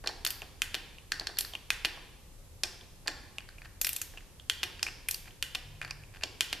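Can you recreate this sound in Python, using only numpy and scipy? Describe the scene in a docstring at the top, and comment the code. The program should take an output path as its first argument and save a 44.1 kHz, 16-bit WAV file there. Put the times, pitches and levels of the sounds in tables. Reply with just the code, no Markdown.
"""Torque wrench under a car in a garage

A click-type torque wrench checks bolts close to a pair of microphones. It snaps at the set torque, then
its head falls back and rebounds; its pawl ticks over ratchet teeth; the socket knocks, scrapes and bumps.
Each blow is a burst of tiny contacts exciting damped modes of steel, socket and car body.
Decaying noise makes the garage ring after each blow. Filtered noise makes rumble and microphone hiss,
and two low wavering sine tones enter late."""
import sys
import numpy as np
from scipy import signal
from scipy.fft import rfft, irfft
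from scipy.io import wavfile
from scipy.ndimage import uniform_filter1d

SR = 44100
rng = np.random.default_rng(int(sys.argv[2]) if len(sys.argv) > 2 else 0)


def wav_out(sig):
    """Save sig, one row per channel (or a flat mono array), as 16-bit PCM at SR to the path in sys.argv[1]."""
    wavfile.write(sys.argv[1], SR, np.round(np.clip(np.atleast_2d(sig).T, -1, 1) * 32767).astype(np.int16))


N = 291042  # samples

# Blow levels are peaks before the microphones; mode levels are relative within a blow.
# Rumble and hiss spectrum. Each row: frequency in Hz, relative density in dB.
AIR_SPECTRUM = [(12, -27), (20, -6.5), (85, -6), (200, -18.5), (236, -21), (455, -26), (536, -21),
                (632, -28.5), (1610, -34), (14000, -35)]
# Likeness of that noise at the two ports. Each row: frequency in Hz, correlation from 0 to 1.
AIR_LIKENESS = [(60, 0.85), (300, 0.66), (1400, 0.4), (5000, 0)]
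# Bumps of the tool against the car body. Each row: start in seconds, level in dB.
BODY_BUMPS = [(0.039, -34.5), (.062, -32), (.09, -31.5), (.42, -38), (1.209, -35), (1.29, -37),
              (1.536, -40.5), (1.97, -39), (3.06, -36), (2.64, -35.5), (3.082, -28.5), (4.136, -42),
              (6.235, -35)]
# Socket on bolts and casting. Each row: start in seconds, level in dB, brightest pitch in Hz,
# socket ring in dB.
SOCKET_KNOCKS = [(0.0597, -33, 4180, -16), (0.0729, -15, 4400, -20), (0.0813, -27, 3300, -33),
                 (0.089, -27, 4330, -12), (0.2642, -14.5, 4530, -8.5), (0.4185, -27.5, 2850, -34),
                 (0.9837, -37, 2760, -40), (1.119, -13, 4420, -5), (1.197, -21, 4470, -43),
                 (1.2088, -33, 4500, -16), (1.27, -18.5, 4400, -14), (1.3707, -27.5, 4260, -15),
                 (1.381, -33, 3000, -15), (1.448, -27, 4480, -11.5), (1.5354, -28.5, 3200, -38),
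                 (1.5514, -22.5, 2900, -34), (1.7313, -35, 6500, -20), (2.6345, -12, 5120, -15),
                 (2.651, -38, 7500, -14), (2.809, -42, 3430, -18), (3.0739, -18, 4750, -35),
                 (3.0787, -12.5, 4500, -9.5), (3.3835, -22, 2700, -45), (3.405, -37, 2600, -5),
                 (3.488, -36, 4280, -8), (3.5823, -40, 2460, -25), (3.6178, -36, 2300, -8.5),
                 (4.1729, -34, 2660, -21), (4.1756, -39, 2900, -15), (4.181, -39, 2800, -19),
                 (4.2053, -46, 2180, -12), (4.3967, -37.5, 3170, -20), (4.7933, -30, 2750, -8),
                 (4.8283, -11.5, 5200, -15), (4.8651, -23.5, 2400, -21), (4.877, -30, 2700, -20),
                 (4.884, -28.5, 2650, -9), (5.3075, -42, 3140, -30), (5.8145, -24, 2420, -13),
                 (5.8472, -28, 2390, -6), (5.9, -38, 2300, -10), (5.9083, -21, 4900, -45),
                 (5.9095, -27, 2500, -22), (6.0354, -41.5, 2530, -21), (6.2103, -36.5, 2500, -14),
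                 (6.235, -14.5, 2750, -24)]
# Pawl over the teeth. Each row: start in seconds, level in dB, brightest pitch in Hz.
PAWL_DROPS = [(0.2487, -13.5, 2920), (0.2715, -16.5, 4450), (0.3046, -13, 4670), (1.386, -12, 4430),
              (1.4076, -15.5, 4450), (3.8134, -11.5, 6600), (3.846, -12.5, 3800), (3.8679, -13.5, 2730),
              (3.891, -15, 3640), (3.9302, -18.5, 7000), (3.9626, -18, 7900), (4.0153, -18.5, 6700),
              (5.0855, -14, 2500), (5.1099, -15, 6730), (5.1432, -18, 4650)]
# Torque clicks. Each row: snap start in seconds, snap level in dB, snap's brightest pitch in Hz,
# fall start in seconds, fall level in dB, rebound start in seconds.
TORQUE_CLICKS = [(0.6194, -7, 2540, 0.7436, -14, 0.7501), (1.704, -8, 2510, 1.8479, -12, 1.854),
                 (4.498, -8, 3130, 4.6309, -12, 4.6364), (5.4259, -10, 3000, 5.5484, -17, 5.5525),
                 (6.408, -7.5, 3080, 6.5281, -16, 6.5324)]
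# Socket seeking the bolt head. Each row: start in seconds, length in seconds, central level in dB.
SOCKET_SCRAPES = [(3.645, .025, -44.5), (5.255, .025, -47), (5.818, .06, -38), (6.135, 0.047, -44.5),
                  (6.219, .015, -39)]
# Modes of wrench and casting together. Each row: frequency in Hz, width in Hz, level in dB.
STEEL_MODES = [(2030, 93, -5.5), (2620, 280, -5), (2460, 35, 6), (2778, 190, -1), (3156, 120, 0.5),
               (3540, 164, -0.5), (4094, 280, -3.5), (4485, 210, -0.5), (5120, 270, -4.5), (5600, 80, -1),
               (6550, 73, -3.5), (7350, 160, -5)]
# Their highest modes. Each row: frequency in Hz, width in Hz, level in dB.
TREBLE_MODES = [(6840, 780, -5.5), (9580, 4600, -8), (11060, 620, -3), (13600, 3600, -4), (12840, 200, -6)]
# Modes of the socket. Each row: frequency in Hz, width in Hz, level in dB.
SOCKET_MODES = [(1397, 630, 1.5), (1722, 353, 11), (4650, 350, 4)]
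# Modes of the car body. Each row: frequency in Hz, width in Hz, level in dB.
BODY_MODES = [(315, 128, -7.5), (433, 130, -4.5), (661, 136, 0.5), (846, 107, -0.5), (1104, 61, 0)]
# Reverberation by octave. Each row: band centre in Hz, time to decay 60 dB in seconds,
# relative level in dB.
GARAGE_BANDS = [(352, 1.31, -17.5), (792, 1.215, -21), (1745, 0.89, -21), (2836, 0.82, -22),
                (4593, 0.67, -21.5), (7170, 0.52, -22), (11270, 0.44, -22.5)]
# Low tones. Each entry: frequency in Hz.
DRONE_TONES = [145, 103]


def undb(db):
    """Level in decibels is a logarithm of the amplitude ratio returned here."""
    return 10 ** (np.asarray(db) / 20)


def band(x, hz, octaves):
    """Band-pass filtering: pitches around hz pass, the others are weakened."""
    edges = np.minimum(hz * 2 ** (np.array([-.5, .5]) * octaves), .48 * SR)
    return signal.sosfilt(signal.butter(2, edges, "bandpass", fs=SR, output="sos"), x)


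def on_log(hz, table):
    """Pitch is logarithmic: a table is interpolated along log frequency."""
    f, v = np.transpose(table)
    return np.interp(np.log(np.maximum(hz, 1)), np.log(f), v)


def air(boom_hz=30, boom_width_hz=7, boom_db=9, level_db=-51.5):
    """Spatial correlation: long waves reach both ports nearly alike, hiss at the top is unrelated."""
    hz = np.arange(N // 2 + 1) * SR / N
    boom = boom_db * np.exp(-((hz - boom_hz) / boom_width_hz) ** 2)
    mid, side = rfft(rng.standard_normal((2, N))) * undb(on_log(hz, AIR_SPECTRUM) + boom)
    alike = np.clip(on_log(hz, AIR_LIKENESS), 0, 1)
    opposed = side * np.array([[1], [-1]])
    noise = irfft(np.sqrt(1 + alike) * mid + np.sqrt(1 - alike) * opposed, N)
    return noise * undb(level_db) / np.std(noise.mean(axis=0))


def ring(hz, modes, weight_db=0):
    """Resonance: the power spectrum of damped modes, detuned and weighted a little anew at every blow."""
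    centre, width, db = np.transpose(modes)[:, :, None]
    centre = centre * (1 + .01 * rng.standard_normal(centre.shape))
    db = db + 2 * rng.standard_normal(db.shape)
    detuning = (hz - centre ** 2 / hz) / width
    return np.sum(undb(db + weight_db) ** 2 / (1 + detuning ** 2) ** 1.23, axis=0)


def contacts(rise_s, rattle_s, size):
    """Impulsive excitation: tiny impacts swell and die, and together strike all pitches alike."""
    t = np.arange(size) / SR
    grain = np.abs(rng.standard_normal(size)) ** 1.5
    shape = (1 - np.exp(-t / rise_s)) * np.exp(-t / rattle_s) * grain
    limit = shape / np.sqrt(np.sum(shape ** 2)) + 1e-9
    burst = shape * rng.standard_normal(size)
    # alternate between a flat spectrum and the wanted shape in time
    for _ in range(8):
        flat = rfft(burst)
        flat = flat / np.abs(flat)
        burst = shape * np.tanh(irfft(flat) / limit)
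    return flat


def causal(power):
    """Minimum phase: the folded cepstrum gives a response that starts at once and has this power."""
    cepstrum = irfft(np.log(power) / 2)
    half = len(cepstrum) // 2
    cepstrum[1:half] *= 2
    cepstrum[half + 1:] = 0
    return np.exp(rfft(cepstrum))


def blows(start_s, level_db, centre_hz, treble_db, body_db, socket_db, rise_s, rattle_s, crack_db,
          focus_octaves, tilt_db, ping_db, wet_db=0, patchy_db=1.5, size=2048):
    """Modal excitation by impact; the rows are direct, scattered and radiated to the walls."""
    out = np.zeros((3, N + size))
    hz = (np.arange(size // 2 + 1) + .5) * SR / size
    steel_hz = np.transpose(STEEL_MODES)[0][:, None]
    treble_hz = np.transpose(TREBLE_MODES)[0][:, None]
    fade = np.clip(2 - 4 * np.arange(size) / size, 0, 1)
    for start, level, centre, treble, socket, crack, focus, rattle, wet in np.broadcast(
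            start_s, level_db, centre_hz, treble_db, socket_db, crack_db, focus_octaves, rattle_s, wet_db):
        # steel modes weaken away from the blow's brightest pitch
        near_db = -np.minimum(6 * (np.log2(steel_hz / centre) / focus) ** 2, 24)
        # a wide crack, and a ping from the spot that is struck
        spot = ring(hz, [(0.98 * centre, 0.68 * centre, crack), (centre, 0.074 * centre, ping_db)])
        # lighter parts favour the highest modes: tilt in dB per octave
        top = ring(hz, TREBLE_MODES, treble + tilt_db * np.log2(treble_hz / 10000))
        steel = ring(hz, STEEL_MODES, near_db)
        power = steel + spot + top + ring(hz, SOCKET_MODES, socket) + ring(hz, BODY_MODES, body_db)
        # random patches make each blow's spectrum uneven
        patches = np.interp(hz, np.arange(0, SR, 450), rng.standard_normal(SR // 450))
        uneven = causal(power * undb(2 * patchy_db * patches))
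        heard = [uneven * contacts(rise_s, rattle, size) for _ in range(2)]
        # summed over all directions the modes blur, the more so the further wet_db is from 0
        blurred = uniform_filter1d(power, size=10 + int(8 * abs(wet)))
        radiated = undb(wet) * causal(blurred)
        sound = fade * irfft(np.array(heard + [radiated]))
        i = int(start * SR)
        out[:, i:i + size] += sound * undb(level) / np.max(np.abs(sound[0]))
    return out[:, :N]


def thuds():
    """Low-mode excitation: a slow, long contact as the hand bumps the tool on the car body, dull."""
    start, level = np.transpose(BODY_BUMPS)
    return blows(start, level, 2000, treble_db=-30, body_db=9.7, socket_db=-6, rise_s=0.00285,
                 rattle_s=0.00625, crack_db=-15, focus_octaves=0.77, tilt_db=-10, ping_db=-10)


def garage(x, alike=0.74, onset_s=0.00067, early_db=6, early_s=0.03):
    """Reverberation: dense echoes, strongest early from the car's underside, die band by band."""
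    t = np.arange(int(1.4 * SR)) / SR
    mid, side = rng.standard_normal((2, len(t)))
    opposed = side * np.array([[1], [-1]])
    # partly the same at both ports
    noise = np.sqrt((1 + alike) / 2) * mid + np.sqrt((1 - alike) / 2) * opposed
    tail = sum(undb(db - 60 * t / t60) * band(noise, hz, 0.99) for hz, t60, db in GARAGE_BANDS)
    tail = tail * (1 - np.exp(-t / onset_s)) * undb(early_db * np.exp(-t / early_s))
    return signal.fftconvolve(x[None], tail, axes=1)[:, :N]


def ports(direct, scattered, scatter_hz=7000, scatter_db=-1, treble_pan_db=1.0):
    """Scattering: treble off the car's underside reaches the two microphone ports unalike."""
    hz = np.arange(N // 2 + 1) * SR / N
    mid = rfft(direct)
    side = rfft(scattered) * undb(scatter_db) / np.sqrt(1 + (scatter_hz / (hz + 1)) ** 8)
    pan = undb(treble_pan_db * np.minimum(hz / 12000, 1) ** 6)
    return irfft(np.array([(mid + side) * pan, (mid - side) / pan]), N)


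def knocks(usual_db=-17.5, seated_rattle_s=.0008, loose_rattle_s=.0012, seated_wet_db=-5):
    """Damping by contact: a seated socket ticks short and dry, a loose one rattles on and fills the garage."""
    start, level, hz, socket_db = np.transpose(SOCKET_KNOCKS)
    # softer knocks are a more compact plink: less crack, fewer modes
    crack_db = -12 + 0.94 * (level - usual_db)
    focus = np.maximum(1 + 0.4 * (level - usual_db), .2)
    loose = np.clip((socket_db + 45) / 35, 0, 1)  # 0 seated, 1 loose
    rattle_s = seated_rattle_s + loose_rattle_s * loose
    return blows(start, level, hz, treble_db=-25, body_db=-12, socket_db=socket_db, rise_s=0.00052,
                 rattle_s=rattle_s, crack_db=crack_db, focus_octaves=focus, tilt_db=-18, ping_db=4,
                 wet_db=seated_wet_db * (1 - loose))


def pawl_ticks(usual_db=-21):
    """Impact hardness: the harder the pawl drops on a tooth, the more the highest modes sing."""
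    start, level, hz = np.transpose(PAWL_DROPS)
    treble_db = -0.5 + 0.35 * (level - usual_db)
    return blows(start, level, hz, treble_db=treble_db, body_db=-14, socket_db=-19, rise_s=0.0008,
                 rattle_s=0.0023, crack_db=-2.5, focus_octaves=5.3, tilt_db=10.5, ping_db=1.5,
                 wet_db=1.5, patchy_db=4)


def snaps():
    """Sudden release: at the set torque the wrench strikes one hard, very brief blow."""
    start, level, hz = np.transpose(TORQUE_CLICKS)[:3]
    return blows(start, level, hz, treble_db=-8, body_db=-17.5, socket_db=-16.5, rise_s=0.000174,
                 rattle_s=0.000335, crack_db=-3.5, focus_octaves=1.0, tilt_db=-14.0, ping_db=6.2)


def chatter(after_s=.002, quieter_db=-15.5):
    """Repeated contact: the mechanism chatters more softly just after the snap."""
    start, level = np.transpose(TORQUE_CLICKS)[:2]
    return blows(start + after_s, level + quieter_db, 2700, treble_db=-13, body_db=-14, socket_db=-21,
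                 rise_s=.001, rattle_s=0.0026, crack_db=0, focus_octaves=0.78, tilt_db=-2, ping_db=-2)


def falls(rebound_db=-4):
    """Rebound: the head falls back and strikes again more softly, with more treble for its level."""
    fall, fall_db, rebound = np.transpose(TORQUE_CLICKS)[3:]
    start = np.array([fall, rebound])
    level = fall_db + [[0], [rebound_db]]
    return blows(start, level, 2930, treble_db=[[-21], [-14.5]], body_db=-9.5, socket_db=-17,
                 rise_s=0.00037, rattle_s=0.001364, crack_db=-5.6, focus_octaves=0.92,
                 tilt_db=-1.3, ping_db=0.17)


def scrapes(count=6, centre_hz=2610, spread_octaves=0.19, spread_db=4):
    """Friction as small impacts: faint ticks scatter over each scrape as the socket seeks the bolt head."""
    start, length, db = np.transpose(SOCKET_SCRAPES)[:, :, None]
    place, pitch, strength = np.moveaxis(rng.random((len(SOCKET_SCRAPES), count, 3)), 2, 0)
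    tick_s = (start + length * place).ravel()
    tick_db = (db + spread_db * (2 * strength - 1)).ravel()
    tick_hz = (centre_hz * 2 ** (spread_octaves * (2 * pitch - 1))).ravel()
    return blows(tick_s, tick_db, tick_hz, treble_db=-25, body_db=-1.5, socket_db=-7, rise_s=0.0014,
                 rattle_s=0.003, crack_db=-5.0, focus_octaves=0.4, tilt_db=-14, ping_db=2.7)


def drone(start_s=5.58, attack_s=0.091, release_s=0.068):
    """Phase modulation: two narrow low tones waver as they swell in, hold and stop."""
    t = np.arange(N) / SR - start_s
    out = 0
    levels_db, holds_s = [-55.5, -57.5], [0.33, 0.624]  # RMS level while held; time held
    for hz, db, hold in zip(DRONE_TONES, levels_db, holds_s):
        release = 1 - (t - attack_s - hold) / release_s
        swell = np.clip(np.minimum(t / attack_s, release), 0, 1)
        waver = 0.89 * np.sin(2 * np.pi * 2.3 * t + 6 * rng.random())  # radians
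        tone = np.sin(2 * np.pi * hz * t + waver)
        out = out + np.sqrt(2) * tone * swell * undb(db)
    return out


def scene(wet_db=-14.0, soft_top_hz=14200):
    """Superposition: blows reach the ports directly, over their echoes, the air noise and the drone."""
    tool = thuds() + knocks() + pawl_ticks() + snaps() + chatter() + falls() + scrapes()
    direct, scattered, radiated = tool
    faint = undb(wet_db) * garage(radiated) + air() + drone()
    # low-pass: echoes and hiss are kept below soft_top_hz
    low_pass = signal.ellip(8, .3, 45, soft_top_hz, fs=SR, output="sos")
    return ports(direct, scattered) + signal.sosfilt(low_pass, faint)


def record(dry, ratio=1.052, threshold_db=-52, release_s=1.0, pan_db=-0.25, roll_hz=13300, top_hz=16400):
    """Compression: gain dips after loud blows and recovers; the capsules roll off and the top is cut."""
    fall = np.exp(-1 / (release_s * SR))
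    mean_power = signal.lfilter([1 - fall], [1, -fall], np.mean(dry ** 2, axis=0))
    excess = np.maximum(np.sqrt(mean_power) / undb(threshold_db), 1)
    gain = excess ** (1 / ratio - 1)
    balance = undb([[pan_db / 2], [-pan_db / 2]])
    soft = signal.sosfilt(signal.butter(8, roll_hz, fs=SR, output="sos"), dry * gain * balance)
    return signal.sosfilt(signal.ellip(8, .3, 60, top_hz, fs=SR, output="sos"), soft)


dry = scene()
out = record(dry)
wav_out(out)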